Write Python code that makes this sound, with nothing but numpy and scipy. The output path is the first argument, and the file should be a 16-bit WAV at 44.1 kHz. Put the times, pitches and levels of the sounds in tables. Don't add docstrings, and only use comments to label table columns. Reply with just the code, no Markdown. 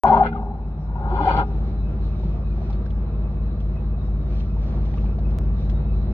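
import sys
import numpy as np
from scipy import signal
from scipy.fft import rfft, irfft, next_fast_len
from scipy.io import wavfile
from scipy.ndimage import uniform_filter1d, minimum_filter1d, map_coordinates

SR = 44100
rng = np.random.default_rng(int(sys.argv[2]) if len(sys.argv) > 2 else 0)


def bounce(signal):
    frames = np.transpose(np.atleast_2d(signal))
    limited = np.clip(frames, -1, 1)
    pcm = np.round(limited * 32767).astype(np.int16)
    wavfile.write(sys.argv[1], SR, pcm)


N = 270333
TIME = np.arange(N) / SR

CYCLE_HZ, PUMP_HZ = 17.8, 49.06
IN_STEP_S = 2.9803
TICK_S, JUMP_S = 5.387, .023
DEEPER_S = (0.75, 0.96)
JUDDER_CYCLES, BUBBLE_CYCLES = 6.2, 31

# multiple, level/dB
ENGINE_HARMONICS = [(2, -19.5), (3, 1), (4, -10.5), (5, -10), (6, -17.5), (7, -21.5), (8, -11.5),
                    (9, -17.5), (10, -20.5), (11, -16), (12, -17.5), (13, -26.5), (14, -34), (16, -37.5),
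                    (17, -40.5), (18, -32.5), (19, -37.5), (20, -31.5), (21, -31), (22, -32.5), (23, -40.5),
                    (24, -40), (25, -37), (26, -34.5), (28, -37.5), (30, -45), (32, -47.5), (34, -36.5),
                    (36, -46.5), (38, -40.5)]
# multiple, level/dB
PUMP_HARMONICS = [(1, 5.5), (2, -7), (3, -16), (4, -24.5), (5, -16.5), (6, -18.5), (7, -23), (9, -25.5),
                  (13, -27)]
# t/s, drone level/dB, clatter and whine level/dB
MACHINE_FADERS = [(0.05, -5.5, -5.5), (.82, -6.5, -2.5), (1.06, -0.6, 2), (3.8, -1, 0.5), (5.2, 1.5, 2),
                  (6.13, 2, 2)]
# f/Hz, level/dB
CLATTER_HISS_EQ = [(12, -43), (30, -32.5), (59, -24), (115, -36), (135, -28), (170, -29), (204, -26.5),
                   (268, -31), (361, -28), (423, -34), (609, -35), (850, -39), (1180, -47), (3960, -67.5),
                   (7000, -82.5), (9100, -91), (11500, -89.5), (15400, -120)]
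# f/Hz, nominal width/Hz, level/dB, waver/dB
WHINE_BANDS = [(1060, 25, 2.5, 3), (1173, 70, 9.5, 1.5), (1353, 32, 3.5, 3), (1608, 25, -3.5, 3),
               (2280, 45, -9.5, 3), (2554, 45, -2, 4.5), (3804, 83, -5, 4), (4000, 220, -3.5, 3.5),
               (5380, 380, -10, 3.5), (11800, 70, -25, .5), (12100, 70, -24, -0.5)]
# f/Hz, left minus right/dB
DRONE_PAN = [(50, .85), (150, .1), (500, .5)]
# f/Hz, lead/rad
DRONE_PHASE = [(50, .15), (500, .2)]
# f/Hz, left-right correlation
OPEN_IMAGE = [(60, 0.72), (290, 1), (640, 0.64), (1410, 0.14), (3100, -0.27), (6800, -0.71)]
# four speed-envelope points t/s, rasp level/dB, grit level/dB
# The first and third rise, hold and fall; the second is a quiet rasp from about 0.32 s, gone by 0.74 s.
HOSE_STROKES = [(0, 0.013, .18, 0.3, -14.5, -49.5), (0.32, 0.385, 0.24, 0.74, -32, -72),
                (0.832, 1.278, 1.408, 1.448, -22, -44)]
# f/Hz, width/Hz, level with hose at mouth/dB, level deeper in/dB
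AIR_MODES = [(146, 33, -14.5, -12), (228.2, 23, -10, -11.5), (295, 27, -22, -15), (403.5, 16, -8.5, -3),
             (556.4, 19, -10, -5.5), (656.4, 25, -7.5, -14.5), (713, 34, -6, -4.5), (771, 40, -1, -0.5),
             (852, 29, -0.5, -1.5), (908, 30, -4.5, -2), (957, 43, -8, -2), (1067, 56, -14, -13.5),
             (1224, 17, -16, -12), (1404, 36, -20.5, -10), (1504, 63, -24, -18), (1636, 21, -24, -20.5)]
# f/Hz, width/Hz, level with hose at mouth/dB, level deeper in/dB
CROSS_MODES = [(2076, 70, -1, -3.5), (2445, 42, -4.5, -2.5), (2730, 22, -1.5, -3), (2910, 41, -14, -7.5),
               (3100, 64, -21.5, -13.5), (3350, 55, -13, -14.5), (3455, 47, -14, -7),
               (3670, 19, -20, -12.5), (3940, 43, -16, -11.5), (4200, 120, -13.5, -14),
               (4600, 66, -22, -14), (4860, 38, -16.5, -18.5), (5150, 31, -24, -23.5),
               (5743, 40, -18.5, -25.5)]
# f/Hz, level/dB
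GRIT_EQ = [(150, -23.5), (300, 17.5), (550, 17), (1100, -4), (1450, 21), (1800, -5), (2500, -6),
           (3300, -4.5), (4500, -20.5), (5800, -22), (7000, -32.5), (11000, -53.5)]
# t/s, level/dB, swell/s
HOSE_SCUFFS = [(0.069, -44.5, 0.013), (.132, -44, .012), (.175, -43, 0.012), (0.239, -35.5, 0.009),
               (.265, -39.5, 0.015), (.33, -56, 0.012), (0.362, -53.5, 0.018), (1.287, -42.5, 0.022)]
# t/s, level/dB, f/Hz
HOSE_GRABS = [(.038, -16, 909), (.048, -9.5, 757), (.058, -10.5, 972), (.083, -14, 765), (.105, -5.5, 776),
              (.13, -10.5, 938), (.143, -8.5, 933), (.173, -10.5, 935), (.202, -21, 814), (.214, -6, 777),
              (.226, -8.5, 770), (.266, -24.5, 1490), (.332, -33, 1423), (.357, -25.5, 773),
              (.365, -33.5, 1206), (.396, -28.5, 786), (.425, -30, 875), (.471, -30.5, 845),
              (.514, -31, 817), (.699, -31.5, 152.8), (0.809, -32.5, 150.7), (.91, -40, 940),
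              (.961, -32.5, 927), (1.013, -33.5, 833), (1.08, -28, 840), (1.131, -26, 364),
              (1.159, -26.5, 896), (1.194, -20, 953), (1.213, -16, 813), (1.22, -26, 298),
              (1.251, -19.5, 858), (1.279, -8.5, 779), (1.28, -38, 2085), (1.293, -33, 2410),
              (1.297, -15.5, 940), (1.31, -27.5, 548), (1.339, -20, 896), (1.383, -18, 808),
              (1.391, -18.5, 812), (1.393, -29, 1365), (1.408, -17, 821), (1.43, -25.5, 803)]
# f/Hz, width/Hz, level/dB
TAIL_MODES = [(150, 28, 17), (229, 23, 18.5), (275, 36, 10.5), (322, 36, 13), (408.8, 14, 10.5),
              (485, 15, 6), (537, 9.9, 3.5), (719, 25, -3.5), (780, 88, -8), (885, 47, -7), (1270, 31, -5),
              (1430, 160, -11)]
# f/Hz, left-right correlation
PIPE_IMAGE = [(300, 0.99), (850, 0.97), (1150, 0.95), (1400, 0.97), (3100, 0.94), (6800, 0.2)]
# f/Hz, left minus right/dB
PIPE_PAN = [(200, 0.5), (400, 0), (700, 2.5), (1000, 6.5), (1400, 6.5), (2200, -4), (5000, 2)]
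# f/Hz, lead/rad
PIPE_PHASE = [(100, .1), (700, .2), (950, .4), (1150, 2.0), (1500, 2.0), (1900, 0)]
# t/s, level/dB, f/Hz, swell/s
LINE_TONES = [(0.531, -74.5, 4030, 0.051), (1.8, -68, 4020, 0.05), (2.523, -58, 2470, 0.013),
              (5.665, -64, 3900, 0.022), (5.77, -61, 3770, 0.026), (5.85, -68, 3830, 0.051),
              (5.93, -64, 2570, 0.028)]
# t/s, level/dB, f/Hz
BIG_BUBBLES = [(1.36, -24, 129), (1.514, -29, 730), (1.521, -31, 493), (1.668, -36, 334), (2.2, -29, 374),
               (2.232, -32, 890), (2.243, -17.5, 165.4), (2.247, -33, 382), (2.285, -22, 194),
               (2.615, -30, 700), (2.699, -28, 800), (2.862, -37.5, 1570), (2.952, -42, 1130),
               (3.1, -39, 780), (3.975, -34, 715), (4.084, -33.5, 786), (4.405, -43, 2600),
               (4.52, -23, 191), (4.565, -33.5, 884), (4.66, -28, 616), (4.94, -32, 787),
               (4.975, -32.5, 1150), (5.04, -32, 850), (5.085, -36, 385), (5.184, -26.5, 680)]
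# t/s, wash level/dB, swell/s, gurgle level/dB
WATER_SURGES = [(1.58, -73.5, 0.17, -48), (2.201, -72, 0.21, -46.5), (2.67, -73.5, 0.15, -50),
                (3.55, -87.5, 0.37, -50), (4.05, -86, .12, -54.5), (4.38, -66, 0.099, -53),
                (4.719, -70, .17, -54), (5.0, -73, 0.13, -47.5), (5.615, -70, 0.1, -48),
                (6.0, -79, 0.1, -50)]
# f/Hz, level/dB
FIZZ_EQ = [(700, -1.5), (1500, 3), (2400, 3.5), (3300, 4.5), (4400, 4.5), (4900, -4), (5600, 1),
           (6500, -3.5), (7500, -26.5), (10000, -33)]
# t/s, bubble level/dB, centre f/Hz, slap level/dB, bubble spread/s
SPLASH_HITS = [(2.243, -57, 1910, -58, .06), (2.702, -51, 3300, -54, 0.071), (2.729, -50, 3400, -57, 0.036),
               (2.859, -52, 1700, -55, .035), (2.905, -48, 2200, -56, .015), (3.604, -49, 2300, -56, .015),
               (3.807, -56, 1900, -64, 0.017), (4.4, -47, 2600, -51.5, .025),
               (4.854, -46, 1900, -53.5, .04), (4.938, -43, 2100, -66, .016), (4.978, -44, 2000, -60, .025),
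               (5.05, -49, 1900, -58.5, .06), (5.189, -57, 1710, -56, .01), (5.307, -51, 2100, -59, .012),
               (5.698, -54, 2470, -45.5, 0.031)]
# t/s, level/dB, f/Hz
DROP_HITS = [(2.729, -45, 3490), (2.732, -50, 4250), (2.864, -55, 5230), (2.908, -54, 3060),
             (4.941, -48, 2250), (4.982, -40, 2690), (5.06, -42, 2370)]


def amp(db):
    return 10 ** (np.asarray(db) / 20)


def unit(x):
    return x / np.sqrt(np.mean(x ** 2) + 1e-20)


def along(points, hz):
    f, v = np.transpose(points)
    return np.interp(np.log(hz + 1), np.log(f + 1), v)


def wobble(rate):
    return map_coordinates(rng.standard_normal(int(N * rate / SR) + 4), [TIME * rate])


def swell(s, width):
    return np.exp(-((TIME - s) / width) ** 2)


def noise():
    return rng.standard_normal((2, N))


def crackle(rate, spread_db):
    sizes = amp(spread_db * np.minimum(rng.exponential(size=(2, N)), 4))
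    return unit(noise() * sizes * (rng.random((2, N)) < rate / SR))


def filtered(x, response):
    size = next_fast_len(N + SR // 2)
    return irfft(rfft(x, size) * response(np.fft.rfftfreq(size, 1 / SR)), size)[..., :N]


def ringing(modes, hz):
    return sum((-1) ** k * amp(db) * 1j * hz * width / (centre ** 2 - hz ** 2 + 1j * hz * width)
               for k, (centre, width, db) in enumerate(modes))


def stereo(pair, response, image):
    def mid_side(hz):
        angle = np.arccos(np.clip(along(image, hz), -1, 1)) / 2
        return response(hz) * np.array([np.cos(angle), np.sin(angle)])
    mid, side = filtered(pair, mid_side)
    return unit(np.array([mid + side, mid - side]))


def placed(x, pan, lead):
    def ears(hz):
        pair = (amp(along(pan, hz)) * np.exp(1j * along(lead, hz))) ** np.array([[.5], [-.5]])
        return pair / np.maximum(np.abs(pair.mean(0)), .4)
    return filtered(x, ears)


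def walls(x, db):
    delays = rng.uniform(.003, .03, 8)
    echoes = sum((-1) ** k * np.pad(x, ((0, 0), (round(s * SR), 0)))[:, :N] for k, s in enumerate(delays))
    return x + amp(db) * echoes


def chamber(x, db, t60):
    tail = rng.standard_normal((2, SR // 2)) * amp(-60 * TIME[:SR // 2] / t60)
    return x + amp(db) * signal.fftconvolve(x, tail / np.linalg.norm(tail[0]), axes=1)[:, :N]


def shaft(harmonics, hz, centre, jitter_s, flutter_db):
    turns = hz * (TIME - IN_STEP_S + jitter_s * wobble(16))
    jumped = np.clip((TIME - TICK_S) / .008 + .5, 0, 1)
    strongest = max(harmonics, key=lambda row: row[1])[0]
    out = np.zeros(N)
    for k, db in harmonics:
        flutter = (k != strongest) * flutter_db * np.sqrt(k * hz / 150) * wobble(20)
        smear = .11 * (k - centre) ** 2
        before, after = (np.cos(2 * np.pi * (k * (turns + hz * s) + smear)) for s in (0, JUMP_S))
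        out += amp(db + flutter) * ((1 - jumped) * before + jumped * after)
    return unit(out)


def clatter():
    cycle = 2 * np.pi * CYCLE_HZ * (TIME - IN_STEP_S)
    firing, lope = np.cos(3 * cycle), np.cos(cycle)
    rattle = walls(noise(), db=-17.0) * amp(0.63 * firing + 0.3 * lope + 1.3 * wobble(11))
    return amp(-41.5) * stereo(rattle, lambda hz: amp(along(CLATTER_HISS_EQ, hz)), OPEN_IMAGE)


def whine():
    out = 0
    for centre, width, db, waver_db in WHINE_BANDS:
        level = amp(db - 69.5 + waver_db * wobble(19))
        out += level * stereo(noise(), lambda hz: ringing([(centre, 2.1 * width, 0)], hz) ** 2, OPEN_IMAGE)
    return out


def machines():
    times, *faders = np.transpose(MACHINE_FADERS)
    drone_gain, clatter_gain = (amp(np.interp(TIME, times, db)) for db in faders)
    engine = amp(-22.0) * shaft(ENGINE_HARMONICS, CYCLE_HZ, centre=2.7, jitter_s=.00024, flutter_db=1.53)
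    pump = amp(-34.5) * shaft(PUMP_HARMONICS, PUMP_HZ, centre=1, jitter_s=.00008, flutter_db=3.5)
    drone = placed(engine + pump, DRONE_PAN, DRONE_PHASE)
    return drone_gain * drone + clatter_gain * (clatter() + whine())


def driven(force, texture, response, image):
    return np.sqrt(np.mean(force ** 2)) * stereo(force * texture, response, image)


def pipe_modes(force, texture, modes, top_hz, image):
    def answer(level_column):
        bank = np.array(modes)[:, [0, 1, level_column]]
        return lambda hz: ringing(bank, hz) / (1 + (hz / top_hz) ** 8)
    depth = np.interp(TIME, DEEPER_S, [0, 1])
    at_mouth = driven(force * (1 - depth), texture, answer(2), image)
    return at_mouth + driven(force * depth, texture, answer(3), image)


def grind(force):
    force = force * amp(1.8 * wobble(45))
    crunch = noise() + crackle(rate=790, spread_db=4.0)
    grit = driven(force, crunch, lambda hz: amp(along(GRIT_EQ, hz)), PIPE_IMAGE)
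    knocks = noise() + crackle(rate=660, spread_db=4.5)
    ring = pipe_modes(force, knocks, CROSS_MODES, top_hz=7500, image=OPEN_IMAGE)
    return amp(6.0) * grit + amp(-1.0) * ring


def hose():
    rubbing = amp(-50.5) * np.interp(TIME, [1.45, 1.7], [1, 0])
    grinding = 0
    for *times, rasp_db, grit_db in HOSE_STROKES:
        speed = np.interp(TIME, times, [0, 1, 1, 0])
        rubbing += amp(rasp_db) * speed ** 1.71
        grinding += amp(grit_db) * speed ** 4.1
    slips = (noise() + crackle(rate=500, spread_db=2.0)) * amp(wobble(70))
    rasp = amp(-2.5) * pipe_modes(rubbing, slips, AIR_MODES, top_hz=1760, image=PIPE_IMAGE)
    scuffing = sum(amp(db) * swell(s, width) for s, db, width in HOSE_SCUFFS)
    dull_scuffs = filtered(grind(scuffing), lambda hz: 1 / (1 + (hz / 3800) ** 4))
    return rasp + chamber(grind(grinding) + dull_scuffs, db=-2.5, t60=0.11)


def judders():
    waver = .07 * wobble(160)
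    out = np.zeros(N)
    for s, db, hz in HOSE_GRABS:
        near = np.abs(TIME - s) < 20 / hz
        t = TIME[near] - s
        envelope = amp(db) * np.exp(-(t * hz / JUDDER_CYCLES) ** 2)
        out[near] += envelope * np.sin(2 * np.pi * (hz * t + waver[near] + rng.random()))
    return out


def pipe_ring(x, db, t60):
    t = TIME[:SR]
    tail = rng.standard_normal(SR) * amp(-60 * t / t60) * (1 - np.exp(-t / 0.03))
    wet = signal.fftconvolve(x, tail[None] / np.linalg.norm(tail), axes=1)[:, :N]
    return amp(db) * filtered(wet, lambda hz: ringing(TAIL_MODES, hz) / (1 + (hz / 1800) ** 6))


def line_singing():
    return sum(amp(db) * swell(s, width) * np.sin(2 * np.pi * (hz * TIME + .15 * wobble(70)))
               for s, db, hz, width in LINE_TONES)


def bubble(db, hz, t60, rise):
    t = TIME[:round(2 * min(t60, .4) * SR)]
    phase = 2 * np.pi * hz * (t + rise * np.minimum(t, t60) ** 2 / (2 * t60))
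    return amp(db - 60 * t / t60) * (1 - np.exp(-t * hz)) ** 2 * np.sin(phase)


def plops(faint_count=90):
    out = np.zeros(N + SR)
    faint = [(1.1 + 3.6 * when, -54 + 13 * strength ** 2, 370 * 4 ** pitch)
             for when, strength, pitch in rng.random((faint_count, 3))]
    for s, db, hz in list(BIG_BUBBLES) + faint:
        ring = bubble(db, hz, t60=BUBBLE_CYCLES / hz, rise=0.076)
        out[round(s * SR):][:len(ring)] += ring
    return out[:N]


def wash():
    trickle = amp(-92.5) * np.interp(TIME, [1.3, 1.6], [0, 1])
    flow = trickle + sum(amp(db) * swell(s, width) for s, db, width, _ in WATER_SURGES)
    spatter = walls(noise() + 1.1 * crackle(rate=520, spread_db=-2.0), db=-9.5)
    fizz = amp(8.5 + 1.8 * wobble(16)) * stereo(spatter, lambda hz: amp(along(FIZZ_EQ, hz)), OPEN_IMAGE)
    lumps = crackle(rate=760, spread_db=3.0)
    squelch = stereo(lumps, lambda hz: ringing([(2370, 520, 0)], hz) ** 2, OPEN_IMAGE)
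    return flow * (fizz + amp(1 + 3 * wobble(25)) * squelch)


def gurgle(count=60, centre_hz=1249, db_per_octave=-7.5):
    out = np.zeros((2, N + SR))
    for s, _, width, db in WATER_SURGES:
        for when, strength, pitch, side in rng.standard_normal((count, 4)):
            octaves = 0.75 * np.clip(pitch, -1.7, 1.7)
            hz = centre_hz * 2 ** octaves
            level_db = db + db_per_octave * octaves + 2.2 * strength
            ring = bubble(level_db, hz, t60=BUBBLE_CYCLES / hz, rise=0.086)
            onset = np.clip(s + 0.55 * width * when, 0, TIME[-1])
            pan = [np.cos(side + np.pi / 4), np.sin(side + np.pi / 4)]
            out[:, round(onset * SR):][:, :len(ring)] += np.outer(pan, ring)
    return out[:, :N]


def splashes(count=28, slap_t60=0.071):
    out, slaps = np.zeros((2, N + SR)), np.zeros(N)
    for s, db, hz, slap_db, spread in SPLASH_HITS:
        attack = np.clip((TIME - s) / .006 + 1, 0, 1)
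        slaps += attack * amp(slap_db - 60 * np.abs(TIME - s) / slap_t60)
        for late, pitch, left, right in rng.random((count, 4)):
            ring = bubble(db - 6 * late, hz * 2 ** (1.3 * (pitch - .5)), t60=.014, rise=.1)
            onset = s + spread * late ** 1.5
            pan = [1.2 * left - .4, 1.6 * right - .4]
            out[:, round(onset * SR):][:, :len(ring)] += np.outer(pan, ring)
    return out[:, :N] + slaps * stereo(noise(), lambda hz: amp(along(FIZZ_EQ, hz)), OPEN_IMAGE)


def droplets():
    out = np.zeros(N + SR)
    for s, db, hz in DROP_HITS:
        ring = bubble(db, hz, t60=0.014, rise=0.089)
        out[round(s * SR):][:len(ring)] += ring
    return chamber(out[None, :N], db=-6.5, t60=.09)


def tick(db=-24, t60=.004):
    return amp(db - 60 * np.abs(TIME - TICK_S) / t60) * (TIME >= TICK_S)


def scene():
    scrape = placed(hose() + judders(), PIPE_PAN, PIPE_PHASE)
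    water = wash() + gurgle() + splashes() + droplets() + plops()
    softened = filtered(water, lambda hz: 1 / (1 + (hz / 7000) ** 10))
    bed = machines() + line_singing()
    return bed + scrape + pipe_ring(scrape, db=-15.0, t60=1.9) + softened + tick() + amp(-97.0) * noise()


def record(dry):
    ceiling, start_s, fade_out_s, top_hz = .9, 0.036, .003, 16700
    needed = np.minimum(1, ceiling / (np.abs(dry).max(0) + 1e-9))
    gain = uniform_filter1d(minimum_filter1d(needed, size=441), size=441)
    gate = (TIME >= start_s) * np.minimum(1, (TIME[-1] - TIME) / fade_out_s)
    return filtered(dry * gain * gate, lambda hz: hz < top_hz)


dry = scene()
out = record(dry)
bounce(out)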